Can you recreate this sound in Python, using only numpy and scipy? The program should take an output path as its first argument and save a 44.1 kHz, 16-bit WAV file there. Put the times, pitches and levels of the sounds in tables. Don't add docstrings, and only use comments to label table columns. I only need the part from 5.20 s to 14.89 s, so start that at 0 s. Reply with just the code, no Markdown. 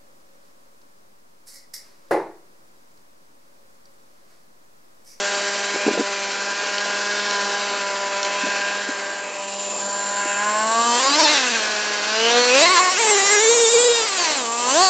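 import sys
import numpy as np
from scipy import signal
from scipy.fft import rfft, irfft, next_fast_len
from scipy.io import wavfile
from scipy.ndimage import uniform_filter1d, map_coordinates

SR = 44100
rng = np.random.default_rng(int(sys.argv[2]) if len(sys.argv) > 2 else 0)


def nominal_scale(level):
    x = np.asarray(level, float) / 20
    return 10 ** x


def generate_wav(signal):
    frames = np.transpose(np.atleast_2d(signal))
    scaled = np.clip(frames, -1, 1) * 32767
    pcm = np.round(scaled).astype(np.int16)
    wavfile.write(sys.argv[1], SR, pcm)


N = 427329
STEP = 64

# (time [s], nearness [dB], tail turned to the phone [about -1..1], flank turned to the phone [about
POSE = [(0, 1.5, -0.035, -.45), (.83, -1, 0.084, -0.66), (2, 0, -0.018, -1.02), (2.83, -2, 0.13, -.55),
        (3.32, 1.1, 0.16, -0.76), (4.1, -8.5, 0.44, 0.063), (4.4, -5.5, -0.77, 0.77),
        (4.75, -6.5, -0.14, 1), (5.2, -7.5, 0.85, 0.99), (5.7, -8, -0.38, 0.52), (6.1, 1.6, 0.061, -0.64),
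        (7.1, 1.9, -0.16, -1.25), (7.66, -2.5, -0.15, 0.16), (8, -4, 0.12, 0.77), (8.55, -0.2, -0.85, 0.98),
        (9.1, 1.4, -0.089, -.45), (9.3, -11, -0.29, 0.94), (9.69, -2, -0.68, 0.46)]
# (frequency [Hz], level [dB])
SHELL = [(2500, -3.5), (2900, 0.5), (3500, 0), (4300, 4), (5000, 1.5), (6000, 1), (6800, -5), (7100, -8)]


def engine():
    # (frequency [Hz], level [dB])
    outlet = [(1000, -16), (1200, -12.5), (1450, -5), (1600, -3), (1800, -6.5), (2500, -8), (2900, -18),
              (3300, -24)]
    # (frequency [Hz], level [dB])
    fins = [(5500, -37), (6100, -6.5), (6900, 7.5), (7400, 13.5), (8000, 6)]
    # (frequency [Hz], level [dB])
    whistle = [(6000, -26), (6700, -14), (7000, -7), (7200, 0), (7400, 0), (7600, -8), (8000, -12)]
    firing_hz, throttle = drive()
    near_db, tail, flank = curves(POSE)
    orders_db = pipe(firing_hz, throttle, near_db, tail)
    turns = crank_turns(firing_hz)
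    sound = np.zeros(N)
    for k, order_db in enumerate(orders_db):
        level = np.sqrt(2) * nominal_scale(order_db + 1.88 * wobble(25))
        sound += level * np.sin(2 * np.pi * (k + 1) * turns + k * k)

    order_hz = np.arange(6, 40)[:, None] * firing_hz[::STEP]
    lift = resonances(order_hz, np.arange(0, N, STEP))
    hiss = gas_hiss(turns)
    idle_share, loaded_share = .52, .33
    hiss_share = idle_share + (loaded_share - idle_share) * np.clip(2 * throttle, 0, 1)
    revved = np.clip((firing_hz - 205) / 200, 0, 1)
    parts = [
        (outlet, outlet, -27.5, 13, 8.5 * tail, -.2),
        (SHELL, SHELL, -31, 13.5, -1.26 * tail, .25 - .3 * np.sqrt(revved)),
        (fins, whistle, -33, 9.5, 8 * flank, .6 - 1.05 * revved)]
    order_gains = 0
    for order_colour, hiss_colour, idle_db, load_db, turned_db, extra_share in parts:
        level = nominal_scale(idle_db + load_db * throttle + near_db + turned_db)
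        share = np.clip(hiss_share + extra_share, .1, .97)
        shape = along(order_colour, order_hz) * lift
        shape = shape / np.sqrt(np.sum(shape ** 2, axis=0) / 2 + 2.4)
        order_gains = order_gains + shape * (level * np.sqrt(1 - share))[::STEP]
        sound += level * np.sqrt(share) * steady(coloured(hiss, hiss_colour))
    return sound + firings(turns, order_gains, fade_db=2, drift_rad=.9)


def drive():
    # (time [s], firing rate [Hz], throttle [0-1])
    idle = [
        (0, 201.1, 0.06),
        (1.3, 200.5, 0.01),
        (2.1, 203.7, 0.2),
        (2.9, 199, 0),
        (3.35, 201.7, 0.03),
        (4.3, 198.8, 0),
        (5, 203, 0.27),
    ]
    # (time [s], firing rate [Hz], throttle [0-1])
    revs = [
        [(5.16, 201, 0.32), (5.45, 221, 0.45), (5.76, 240, 0.96), (5.9, 280.6, 0.7), (6.02, 316, 0.65),
         (6.14, 300, 0.7), (6.24, 252, 0.43), (6.42, 214, 0.18), (6.81, 205, 0.05)],
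        [(6.95, 219, 0.27), (7.15, 240, 0.67), (7.31, 247, 0.7), (7.39, 280, 1), (7.43, 330, 0.94),
         (7.53, 376, 0.7), (7.57, 348, 1), (7.6, 365, 0.68), (7.76, 376, 0.64)],
        [(7.8, 457, 0.8), (7.89, 419, 0.87), (8.01, 390, 0.8), (8.13, 416, 0.85), (8.34, 471, 0.63),
         (8.5, 458, 0.49), (8.62, 476, 0.52), (8.77, 458, 0.5), (8.86, 434, 0.4)],
        [(8.91, 387, 0.16), (8.99, 365, 0.49), (9.09, 312, 0.37), (9.26, 227, 0.54), (9.47, 246, 0.73),
         (9.53, 275, 0.93), (9.58, 340, 0.9), (9.63, 384, .95), (9.69, 371, 0.7)],
    ]
    return curves(idle + sum(revs, []))


def slip():
    # (time [s], length [s], flutter [%])
    loose_dirt = [
        (5.8, .3, 3.2),
        (6.1, .25, 1.4),
        (7.42, .38, 2),
        (7.8, 1.4, 1.5),
    ]
    return sum(percent * spell(start_s, length_s, np.arange(N)) for start_s, length_s, percent in loose_dirt)


def crank_turns(firing_hz):
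    calm_percent = .3
    flutter = (calm_percent + slip()) / 100 * (wobble(80) + .3 * wobble(15))
    lurch = .3 * slip() / 100 * wobble(28)
    hunting = .004 * wobble(5)
    return np.cumsum(firing_hz * (1 + flutter + lurch + hunting)) / SR


def coasting(firing_hz):
    full_hz_per_s = 590
    slope = uniform_filter1d(np.gradient(firing_hz), size=SR // 10) * SR
    return np.clip(-slope / full_hz_per_s, 0, 1)


def pipe(firing_hz, throttle, near_db, tail):
    # (frequency [Hz], level [dB])
    pipe_colour = [(190, -50.5), (300, -39.5), (400, -42), (600, -37), (800, -42), (1000, -38), (1300, -42),
                   (2500, -40)]
    # (time [s], length [s], centre [Hz], lift [dB])
    beams = [(0, 3.2, 398, 2), (0.068, .4, 610, 3), (1.102, 1.2, 600, -2.5), (2.1, 1.5, 950, 5),
             (2.596, 0.58, 597, 4), (3.91, 1.65, 420, -5), (4.105, 0.45, 600, 3), (4.206, 2.2, 222, 3.5),
             (4.6, 0.656, 1000, 7.5), (5.236, 0.476, 1177, 13.5), (5.25, 0.36, 644, 5),
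             (5.707, 0.26, 1010, 8.5), (5.983, 0.11, 940, 7.5), (6.07, 0.11, 302, -3.5),
             (6.954, .44, 485, 12.5), (7.047, 0.18, 710, 3.5), (7.386, 0.074, 647, 9.5),
             (7.456, 0.27, 1087, 14), (7.486, 0.083, 730, -9.5), (7.774, 0.25, 444, 7.5),
             (7.808, 0.25, 800, 8.5), (7.89, 0.39, 2050, 7.5), (8.091, .15, 438, 10.5),
             (8.111, 0.1, 1680, 4), (8.248, 0.532, 463, 17), (8.78, 0.14, 440, 7), (9.262, 0.26, 1100, 7),
             (9.414, 0.15, 995, 2), (9.532, .2, 700, 11), (9.569, .2, 1140, 10.5)]
    coarse = np.arange(0, N, STEP)
    order_hz = np.arange(1, 6)[:, None] * firing_hz[::STEP]
    gains = along(pipe_colour, order_hz)
    for start_s, length_s, centre_hz, lift_db in beams:
        gains = gains * ring(order_hz, centre_hz, .24 * centre_hz, lift_db * spell(start_s, length_s, coarse))
    shared_db = 11 * throttle + 0.32 * near_db - 0.5 * tail - 1.5 * coasting(firing_hz)
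    fade_db, chop_db = 1.2, 1.3 * slip()
    orders_db = []
    for gain in gains:
        level_db = 20 * np.log10(np.interp(np.arange(N), coarse, gain))
        orders_db.append(level_db + shared_db + fade_db * wobble(3) + chop_db * wobble(35))
    return orders_db


def firings(turns, gains, fade_db, drift_rad):
    slip_fade_db, ground_db = .8, 3
    out = np.zeros(N)
    first_order = np.exp(2j * np.pi * turns)
    order = first_order ** 5
    total_fade_db = fade_db + slip_fade_db * slip()[::STEP]
    for k, gain in enumerate(gains):
        order = order * first_order
        phase = 2 * np.pi * rng.random() + drift_rad * wobble(14, STEP)
        echo_db = ground_db * np.clip(k / 5 - .2, .1, 1) * wobble(5, STEP)
        swing = gain * nominal_scale(total_fade_db * wobble(40, STEP) + echo_db) * np.exp(1j * phase)
        out += np.real(np.repeat(swing, STEP)[:N] * order)
    return out


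def gas_hiss(turns):
    port = 1 + 0.17 * np.cos(2 * np.pi * turns)
    stumbles = nominal_scale(1.2 * wobble(60))
    return patchy(port * stumbles * rng.standard_normal(N), depth_db=1.6)


def patchy(x, depth_db):
    hz, t, z = signal.stft(x, SR, nperseg=1024)
    field = uniform_filter1d(rng.standard_normal(z.shape), size=7, axis=0)
    field = uniform_filter1d(field, size=14, axis=1)
    at = np.minimum(t * SR, N - 1).astype(int)
    gain = resonances(hz[:, None], at) ** .6 * nominal_scale(depth_db * unit(field))
    return signal.istft(z * gain, SR, nperseg=1024)[1][:N]


def resonances(hz, at):
    # (time [s], length [s], centre [Hz], lift [dB])
    rings = [(0, .78, 1560, 5.5), (0.6, 0.16, 2430, 7.5), (1.113, .5, 2400, 4.5), (1.124, 1.3, 1543, 9.5),
             (2.49, 0.56, 1370, 6), (3.101, 0.45, 2565, 6.5), (3.201, .85, 1622, 10.5), (4.01, .6, 2580, 9),
             (4.374, 0.83, 7160, 17.5), (4.61, 1.1, 1557, 10.5), (4.993, .28, 2670, 4),
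             (5.32, 0.46, 7555, 11), (5.49, 0.16, 3900, 7), (5.996, 0.32, 3730, 6),
             (6.029, 0.15, 1950, -0.5), (6.35, 0.67, 1560, 6.5), (6.962, 0.82, 1410, 1),
             (7, 0.1, 2970, 9.5), (7.096, 0.14, 3690, 7), (7.193, 0.093, 4280, 11),
             (7.279, 0.12, 2580, 13.5), (7.403, 0.15, 3860, 7), (7.442, 0.26, 2050, 17.5),
             (7.74, 0.3, 2020, 7.5), (7.89, 0.77, 6460, 4), (8.095, 0.29, 2450, 1.5), (8.186, .6, 3600, 11),
             (8.292, .3, 5470, 6.5), (9.49, 0.084, 6200, 12.5), (9.599, 0.11, 4530, 9.5)]
    gain = np.ones(np.broadcast(hz, at).shape)
    hz = np.broadcast_to(hz, gain.shape)
    for start_s, length_s, centre_hz, lift_db in rings:
        held = spell(start_s, length_s, at)
        on = held > 0
        width_hz = 220 * (centre_hz / 1600) ** .35
        gain[:, on] *= ring(hz[:, on], centre_hz, width_hz, lift_db * held[on])
    return gain


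def ring(hz, centre_hz, width_hz, lift_db):
    return 1 + (nominal_scale(lift_db) - 1) / np.sqrt(1 + (2 * (hz - centre_hz) / width_hz) ** 4)


def spell(start_s, length_s, at):
    edge_s = .07
    inside_s = np.minimum(at / SR - start_s, start_s + length_s - at / SR)
    return np.clip(inside_s / edge_s + .5, 0, 1)


def roar():
    # (frequency [Hz], level [dB])
    roar_colour = [(20, -29), (100, -21.5), (150, -18), (200, -8), (300, -2.5), (500, 2.5), (1250, 2),
                   (1500, -36)]
    throttle, near_db = drive()[1], curves(POSE)[0]
    level_db = -35.5 + 7 * throttle + 0.27 * near_db + 1.2 * wobble(11)
    return nominal_scale(level_db) * unit(coloured(rng.standard_normal(N), roar_colour))


def ticks():
    # (time [s], peak [dB])
    grit = [
        (1.442, -13.5),
        (1.4727, -12.5),
        (1.5823, -3.5),
        (2.11, -5),
        (3.03, -1),
        (3.049, -5),
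    ]
    t60_s = .014
    out, t = np.zeros(N + SR), np.arange(SR // 40) / SR
    for s, peak_db in grit:
        out[round(s * SR):][:len(t)] += nominal_scale(peak_db - 6 - 60 * t / t60_s) * rng.standard_normal(len(t))
    return coloured(out[:N], SHELL)


def wind_pops():
    # (time [s], peak [dB], pitch [Hz], t60 [s])
    pops = [(0.543, -18.5, 367, 0.027), (0.559, -14, 393, 0.025), (0.665, -14, 295, 0.038),
            (0.679, -10, 409, 0.065), (0.711, -15, 279, 0.018), (0.731, -18.5, 348, 0.035),
            (0.75, -16.5, 624, 0.026), (0.774, -14, 465, 0.063), (0.794, -17.5, 283, 0.08),
            (0.808, -11.5, 402, 0.018), (3.235, -20.5, 270, 0.048), (3.267, -21.5, 594, 0.054),
            (3.283, -16.5, 422, 0.019), (3.688, -22.5, 288, 0.048), (5.055, -26, 340, 0.042)]
    attack_s = 0.0018
    out, t = np.zeros(N + SR), np.arange(SR // 10) / SR
    for s, peak_db, hz, t60_s in pops:
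        ragged = uniform_filter1d(rng.standard_normal(len(t)), size=30) * 4.1
        swing = np.sin(2 * np.pi * hz * t) + ragged
        envelope = nominal_scale(peak_db + 5 - 60 * t / t60_s) * (1 - np.exp(-t / attack_s))
        out[round(s * SR):][:len(t)] += envelope * swing
    return coloured(out[:N], [(120, -28), (220, 2.0), (800, -4.0), (1500, -33.5)])


def unit(x):
    return x / np.sqrt(np.mean(x ** 2) + 1e-20)


def steady(x):
    return x / np.sqrt(np.abs(uniform_filter1d(x ** 2, size=SR // 10)) + 1e-20)


def curves(rows):
    s, *columns = np.transpose(rows)
    return [np.interp(np.arange(N) / SR, s, column) for column in columns]


def wobble(rate_hz, every=1):
    coarse = np.arange(0, N + STEP, STEP)
    knots = rng.standard_normal(int(N * rate_hz / SR) + 4)
    return np.interp(np.arange(0, N, every), coarse, map_coordinates(knots, [coarse * rate_hz / SR]))


def along(spectrum, hz):
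    f, db = np.transpose(spectrum)
    return nominal_scale(np.interp(np.log(hz + 1), np.log(f), db, left=-120, right=-120))


def coloured(x, spectrum):
    m = next_fast_len(N + 8192)
    return irfft(rfft(x, m) * along(spectrum, np.fft.rfftfreq(m, 1 / SR)), m)[:N]


def scene():
    return np.tile(engine() + roar() + ticks() + wind_pops(), (2, 1))


def band_limit(x):
    return signal.sosfilt(signal.butter(12, 9100, fs=SR, output="sos"), x)


def record(dry):
    # (frequency [Hz], level [dB])
    mirror = [(7950, -30.5), (8100, 4), (8400, -14.5), (8800, -25), (9100, -45.5)]
    phone_rate_hz, ceiling = 16000, .75
    held = dry[0] / (1 + np.abs(dry[0] / ceiling) ** 5) ** (1 / 5)
    band = coloured(held, [(10, 0), (7700, 0), (7990, -14)])
    folded = 2 * band * np.cos(2 * np.pi * phone_rate_hz * np.arange(N) / SR)
    mix = np.tile(band + coloured(folded, mirror), (2, 1))
    return band_limit(mix)


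dry = scene()
out = record(dry)
generate_wav(out)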